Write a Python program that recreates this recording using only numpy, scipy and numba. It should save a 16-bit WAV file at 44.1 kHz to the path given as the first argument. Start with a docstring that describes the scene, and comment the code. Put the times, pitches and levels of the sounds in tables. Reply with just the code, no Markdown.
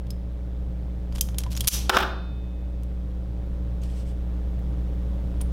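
"""In a small room with mains hum that slowly grows, a hand wire stripper works close to the microphone.
Its jaws click on a thin wire in damped noise and steel modes, then the spring snaps them against their stop.
The tool is put down on a bench: thuds and clacks chatter, bench modes sound and its steel frame rings on.
A hand brushes over the bench in grainy noise and small parts tick. Diffuse noise makes the room's tail,
and the recorder's limiter ducks everything around and just after the loudest blows."""
import sys
import numpy as np
from scipy import signal
from scipy.fft import rfft, irfft
from scipy.io import wavfile
from scipy.ndimage import uniform_filter1d, minimum_filter1d
from numba import njit

SR = 44100
rng = np.random.default_rng(int(sys.argv[2]) if len(sys.argv) > 2 else 0)


def generate_wav(signal):
    """Clip the signal to [-1, 1] and save it as 16-bit WAV at the path in sys.argv[1]."""
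    frames = np.transpose(np.atleast_2d(signal))
    scaled = np.clip(frames, -1, 1) * 32767
    pcm = np.round(scaled).astype(np.int16)
    wavfile.write(sys.argv[1], SR, pcm)


N = 243431
TIME = np.arange(N) / SR


def amp(db):
    """Decibels to amplitude."""
    return 10 ** (np.asarray(db) / 20)


def unit(x):
    """Scale to rms 1."""
    return x / np.sqrt(np.mean(x ** 2))


def fade(t60, size):
    """Exponential decay, falling 60 dB in t60 seconds."""
    return np.exp(-np.log(1000) * TIME[:size] / max(t60, 1e-3))


def walk(rate):
    """Slow random wander with a spread near 1, drawing new values at this rate in Hz."""
    k = int(SR / rate)
    steps = np.repeat(rng.standard_normal(N // k + 1), k)
    return unit(uniform_filter1d(uniform_filter1d(steps, k), k))[:N]


def add(track, s, sound):
    """Mix a sound into the track at time s."""
    i = int(s * SR)
    track[i:i + len(sound)] += sound[:N - i]


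def spectrum(colour, size, tilt_db=0, peak_hz=1, peak_db=0, peak_width=0.053):
    """Gain at each frequency: a colour, a tilt per octave and one resonance (width relative to its pitch)."""
    f = np.maximum(np.fft.rfftfreq(size, 1 / SR), 1)
    hz, db = np.transpose(colour)
    shape = np.interp(np.log(f), np.log(hz), db)
    tilt = tilt_db * np.log2(np.maximum(f, hz[0]))
    peak = peak_db / (1 + ((f / peak_hz - 1) / peak_width) ** 2)
    return amp(shape + tilt + peak)


def noise(colour, tilt_db=0):
    """Coloured noise of rms 1."""
    return unit(irfft(spectrum(colour, N, tilt_db) * rfft(rng.standard_normal(N)), N))


def ring(modes, size, scatter_db=2):
    """Decaying modes; each blow lands elsewhere and shares its energy differently."""
    out = np.zeros(size)
    for hz, db, t60 in modes:
        level = amp(db + scatter_db * rng.standard_normal())
        sign = np.sign(rng.standard_normal())
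        out += level * sign * fade(t60, size) * np.sin(2 * np.pi * hz * TIME[:size])
    return out


def crack(gains, t60, size):
    """A blow into dense, quickly damped modes: random phases, but an even spectrum; starts at rms 1."""
    decay = fade(t60, size)
    x = rng.standard_normal(size) * decay
    for _ in range(6):  # alternately impose the spectrum and the decay
        phases = np.exp(1j * np.angle(rfft(x)))
        x = irfft(gains * phases, size) * decay ** .05
    x = x * decay ** .1
    return x * np.linalg.norm(decay) / np.linalg.norm(x)


def room(x, wet_db, t60_low, t60_high):
    """Diffuse tail of a small room; the treble dies first."""
    size, tail = SR, 0
    f = np.fft.rfftfreq(size, 1 / SR)
    centres = np.geomspace(250, 16000, 7)
    white = rfft(rng.standard_normal(size))
    for share, t60 in zip(np.eye(len(centres)), np.linspace(t60_low, t60_high, len(centres))):
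        band = irfft(white * np.interp(f, centres, share), size)
        tail = tail + band * fade(t60, size)
    tail *= np.clip(TIME[:size] / 0.0028, 0, 1) ** 2  # first reflections take a few ms to arrive
    return amp(wet_db) * signal.fftconvolve(x, tail / np.linalg.norm(tail))[:N]


MAINS_HZ = 60
# the background creeps up steadily and steps back once, as the tool lands
BACKGROUND_START_DB, CREEP_DB_PER_S, STEP_BACK_DB = -3, 1.5, -3.5
# mains hum, rms before the swell: mains_multiple, level_db
HUM = [(1, -27), (2, -51), (3, -40.5), (5, -51), (7, -56), (9, -58.5), (11, -63), (13, -66.5), (15, -73)]
# a fan motor's tones, rms before the swell: pitch_hz, level_db
FAN = [(113.3, -44), (284, -55.5), (511, -59.5), (566, -58.5)]
# colour of the mains buzz: pitch_hz, relative_level_db
BUZZ_COLOUR = [(200, -10), (450, 0), (800, -6), (1400, -13.5), (2800, -20), (3500, -18.5), (4400, -25),
               (5500, -27), (7500, -34), (16000, -44)]
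# colour of the low rumble, also felt in the squeeze: pitch_hz, relative_level_db
RUMBLE_COLOUR = [(15, -2.5), (29, 10), (42, -2), (75, -3.5), (95, -4), (125, 7), (155, -2), (200, -3.5),
                 (260, -10), (500, -49.5)]
# colour of the room's hiss: pitch_hz, relative_level_db
ROOM_TONE = [(12, -41), (20, 8.5), (44, -17.5), (70, 8), (88, 0.5), (107, -52.5), (187, -13), (234, -22),
             (293, -10.5), (347, -11), (542, -17.5), (718, -27.5), (1710, -36.5), (14700, -88.5),
             (16000, -74.5)]


def background():
    """Mains hum with a buzz on every half cycle, a fan, low rumble and hiss."""
    phase = 2 * np.pi * MAINS_HZ * TIME
    hum = sum(amp(db + .5 * walk(6.4)) * np.cos(k * phase) for k, db in HUM)
    fan = 0
    for hz, db in FAN:
        wandering_phase = 2 * np.pi * hz * TIME + .5 * walk(3.82)
        fan = fan + amp(db + 2 * walk(5.53)) * np.sin(wandering_phase)
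    half_cycles = unit(amp(4 * np.cos(2 * phase)))
    buzz = amp(-52.5) * noise(BUZZ_COLOUR) * half_cycles
    air = amp(-38.5) * noise(RUMBLE_COLOUR) + amp(-43.5) * noise(ROOM_TONE)
    landed = np.interp(TIME, [LANDING[0][0], LANDING[-1][0]], [0, 1])
    swell_db = BACKGROUND_START_DB + CREEP_DB_PER_S * TIME + STEP_BACK_DB * landed
    tones = np.sqrt(2) * (hum + fan)  # peak amplitude from rms
    return amp(swell_db) * (tones + buzz) + amp(1.2 * swell_db) * air


STROKE_POWER = .9  # the amplitude of a rub grows with this power of its speed


def strokes(rows):
    """Each movement speeds up and slows to rest; its level follows the speed."""
    out = np.zeros(N)
    for s, length, db in rows:
        along = np.clip((TIME - s) / length, 0, 1)
        speed = 4 * along * (1 - along)
        out += amp(db) * speed ** STROKE_POWER
    return out


def rubbing(colour, rows, grain_db):
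    """Sliding surfaces catch and slip in tiny irregular grains."""
    grains = unit(amp(grain_db * (walk(420) + .5 * walk(49))))
    return noise(colour) * grains * strokes(rows)


# colour of skin on the bench: pitch_hz, relative_level_db
HAND_COLOUR = [(500, -13.5), (1500, -5), (3200, 4), (4200, -1), (5300, 0.5), (6800, -4.5), (8000, 0),
               (10500, -8.5), (15500, -17.5), (18000, -35)]
# strokes of a hand over the bench: start_s, length_s, peak_level_db
HAND_STROKES = [(3.81, 0.076, -56), (3.874, 0.086, -57), (3.939, .105, -55), (4.044, .09, -58.5)]


def hand_brushing():
    """A hand brushes over the bench, its skin catching in faint grains."""
    return rubbing(HAND_COLOUR, HAND_STROKES, grain_db=0.5)


# colour of a hard contact: pitch_hz, relative_level_db
CLICK_COLOUR = [(200, -17), (900, -5.5), (1800, -7.5), (3100, 1), (4200, -1.5), (5800, -1), (8000, -5),
                (12000, -4.5), (15500, -12.5), (18000, -35.5)]


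def click(s, db, hz, height_db, tilt_db, t60):
    """One hard contact with its own resonance."""
    out, size = np.zeros(N), 2 ** 13
    gains = spectrum(CLICK_COLOUR, size, tilt_db, hz, height_db)
    add(out, s, amp(db) * crack(gains, t60, size))
    return out


TICK_T60_S = 0.036
# wire and small parts on the bench: start_s, level_db, resonance_hz, resonance_height_db, tilt_db_per_octave
TICKS = [(.068, -53, 3550, 5, -3), (.1048, -34.5, 5100, 18, 3.5), (1.464, -33.5, 1000, 23, -7),
         (2.8338, -50.5, 9500, 7.5, 2), (3.8172, -54, 6570, 20, 1.5), (3.8344, -45.5, 3130, 1, -1.5),
         (4.592, -62, 13070, 0, 15), (5.407, -36, 3230, 6, -8.5), (5.4128, -32, 9300, 17.5, 6),
         (5.416, -38, 4500, 5, -9)]


def ticks():
    """Wire and small parts tick against the bench."""
    return sum(click(*row, TICK_T60_S) for row in TICKS)


# the squeeze of the handles: start_s, length_s, peak_level_db
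SQUEEZE = [(1.09, 0.2, -32.5)]


def squeeze_rumble():
    """The squeeze of the handles rumbles through the bench as low noise."""
    return noise(RUMBLE_COLOUR, tilt_db=-4) * strokes(SQUEEZE)


# wire and steel sliding in the hand, then the tool skidding to rest: start_s, length_s, peak_level_db
TOOL_SLIDES = [(1.135, 0.072, -47), (1.385, 0.041, -45), (1.502, 0.041, -45.5), (1.538, 0.068, -45.5),
               (1.595, .08, -45.5), (1.965, 0.059, -45)]


def tool_sliding():
    """Wire and steel slide in the hand and the tool skids to rest, in coarse grains."""
    return rubbing(CLICK_COLOUR, TOOL_SLIDES, grain_db=4.5)


# long ring of the tool's frame and spring: pitch_hz, relative_level_db, t60_s
FRAME_MODES = [(1410, -5, 1.1), (2541, -14.5, 2.6), (2988, -19, 1.3), (3596, -3.5, 1.5), (3741, -17, 1.2),
               (4064, -1.5, .8), (4527, -7.5, .9), (4705, -15, .85), (4780, -14, .7), (4960, 0, .3),
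               (5140, 3, .33), (5216, -12, .95), (5650, -3, .25), (6730, 1, .22)]


def frame_ring():
    """The steel frame rings freely once it has landed and the hand lets go."""
    out = np.zeros(N)
    add(out, LANDING[0][0], amp(-38) * ring(FRAME_MODES, 2 * SR, scatter_db=0.5))
    return out


# time between a blow's contacts, and what thud and clack change by at each
CHATTER_S, CHATTER_THUD_DB, CHATTER_CLACK_DB = .003, -2, -5
# the tool lands and rocks on the bench: start_s, thud_level_db, clack_level_db
LANDING = [(1.895, 6.5, 2.5), (1.9687, -0.5, -11), (1.985, -10, -16), (2.003, -21.5, -32),
           (2.026, -21.5, -40)]
# bench top: pitch_hz, relative_level_db, t60_s
BENCH_MODES = [(379, 2.5, .33), (512, -7, .4), (624, -12, .35), (652, -10, .3), (868, -1, .35),
               (902, -3, .25), (935, -2, .3), (1189, -4, .3), (1232, -2, .3), (1266, -3, .28),
               (1362, 2, .38), (1421, -1, .38), (1466, -4, .3), (1554, -5, .37), (1793, -13, .35)]
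# colour of a thud in the bench top: pitch_hz, relative_level_db
THUD_COLOUR = [(90, -37.5), (220, -7.5), (370, -5), (700, -3), (920, -3), (1080, -1.5), (1400, 4),
               (1900, -9), (2300, -9.5), (2650, -9.5), (3600, -8), (4400, -22), (5200, -15.5), (7500, -40),
               (16000, -25.5)]


def landing(count=3):
    """Each blow chatters a few times, thudding in the bench top and clacking the loose jaws."""
    out, size = np.zeros(N), 2 ** 15
    thud_gains = spectrum(THUD_COLOUR, size)
    clack_gains = spectrum(CLICK_COLOUR, size, tilt_db=-3.5)
    for s, thud_db, clack_db in LANDING:
        add(out, s, amp(thud_db - 27.0) * ring(BENCH_MODES, size))
        for k in range(count):
            thud = amp(thud_db + k * CHATTER_THUD_DB) * crack(thud_gains, t60=0.0334, size=size)
            clack = amp(clack_db + k * CHATTER_CLACK_DB) * crack(clack_gains, t60=0.018, size=size)
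            add(out, s + k * CHATTER_S, thud + clack)
    return out


SNAP_HEIGHT_DB, SNAP_TILT_DB = 6, 3.5  # height of each blow's resonance; tilt per octave
# the spring throws the jaws back against their stop: start_s, level_db, resonance_hz, t60_s
SNAP = [(1.6728, -17.5, 10200, 0.067), (1.6776, -6, 11800, 0.025), (1.6839, 10, 5940, 0.029)]


def snap():
    """The sprung jaws hit their stop in a quick, growing run of blows."""
    return sum(click(s, db, hz, SNAP_HEIGHT_DB, SNAP_TILT_DB, t60) for s, db, hz, t60 in SNAP)


# steel jaws, damped by the hand: pitch_hz, relative_level_db, t60_s
JAW_MODES = [(3200, 0, .05), (3630, -5, .05), (5050, -1, .06), (5900, -3, .05), (6680, -4, .07),
             (7520, -4, .05), (9250, 0, .04), (10700, -1, .035), (12400, -1, .035)]


def jaw_ring():
    """Every click sets the jaws ringing briefly, in a different mix of their modes."""
    out = np.zeros(N)
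    for s, db, *_ in CLICKS:
        add(out, s, amp(db - 20) * ring(JAW_MODES, SR // 4, scatter_db=3))
    return out


CLICK_T60_S = 0.029
# a harder click is brighter: flat at this level, tilted by so many dB per octave for each dB above it
CLICK_FLAT_DB, CLICK_TILT_PER_DB = -27.5, 0.5
# light clicks of the jaws on the wire: start_s, level_db, resonance_hz, resonance_height_db
CLICKS = [(1.124, -41.5, 4720, 13.5), (1.1504, -40, 8660, 25), (1.1582, -36, 10000, 8),
          (1.183, -35.5, 3400, 8), (1.2102, -13, 6300, 4.5), (1.2875, -38, 6640, 11),
          (1.3451, -41, 3280, 7.5), (1.3842, -21, 9500, 5), (1.436, -33.5, 5500, 5),
          (1.551, -35.5, 5870, 16.5), (1.566, -30, 6750, 17), (1.5743, -28, 5350, 10.5),
          (1.607, -20, 3270, 12), (1.64, -37, 9300, 19), (1.646, -33, 4790, 7.5)]


def jaw_clicks():
    """The jaws catch and release the wire; the harder the contact, the brighter."""
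    out = np.zeros(N)
    for s, db, hz, height_db in CLICKS:
        tilt_db = CLICK_TILT_PER_DB * (db - CLICK_FLAT_DB)
        out += click(s, db, hz, height_db, tilt_db, CLICK_T60_S)
    return out


def scene():
    """Tool and hands close to the microphone; clicks, slides and blows also reach it by way of the room."""
    light = jaw_clicks() + jaw_ring() + ticks()
    sliding = tool_sliding() + hand_brushing()
    blows = snap() + landing()
    close = light + sliding + blows
    walls = room(close, wet_db=-18.0, t60_low=0.74, t60_high=0.26)
    return (background() + walls + squeeze_rumble() + frame_ring() + close)[None]


@njit
def peak_follow(x, release):
    """Jumps to each peak and sinks back exponentially."""
    out, e = np.empty(len(x)), 0.
    for i in range(len(x)):
        e = max(x[i], e * release)
        out[i] = e
    return out


CEILING, TOP_HZ = .51, 15800  # limiter threshold as an amplitude; upper edge of the recorder's band


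def record(dry, release_s=0.016):
    """A look-ahead limiter ducks around and after the loudest peaks; the top is cut."""
    ahead, hold = SR // 1000, SR // 100  # samples in 1 ms and 10 ms
    held = -minimum_filter1d(-np.abs(dry[0]), hold, origin=(hold - 1) // 2)
    peaks = peak_follow(held, np.exp(-1 / (release_s * SR)))
    needed_gain = CEILING / np.maximum(peaks, CEILING)
    gain = uniform_filter1d(minimum_filter1d(needed_gain, ahead), ahead)
    top_cut = signal.ellip(10, .2, 70, TOP_HZ, fs=SR, output="sos")
    return signal.sosfilt(top_cut, dry * gain)


dry = scene()
out = record(dry)
generate_wav(out)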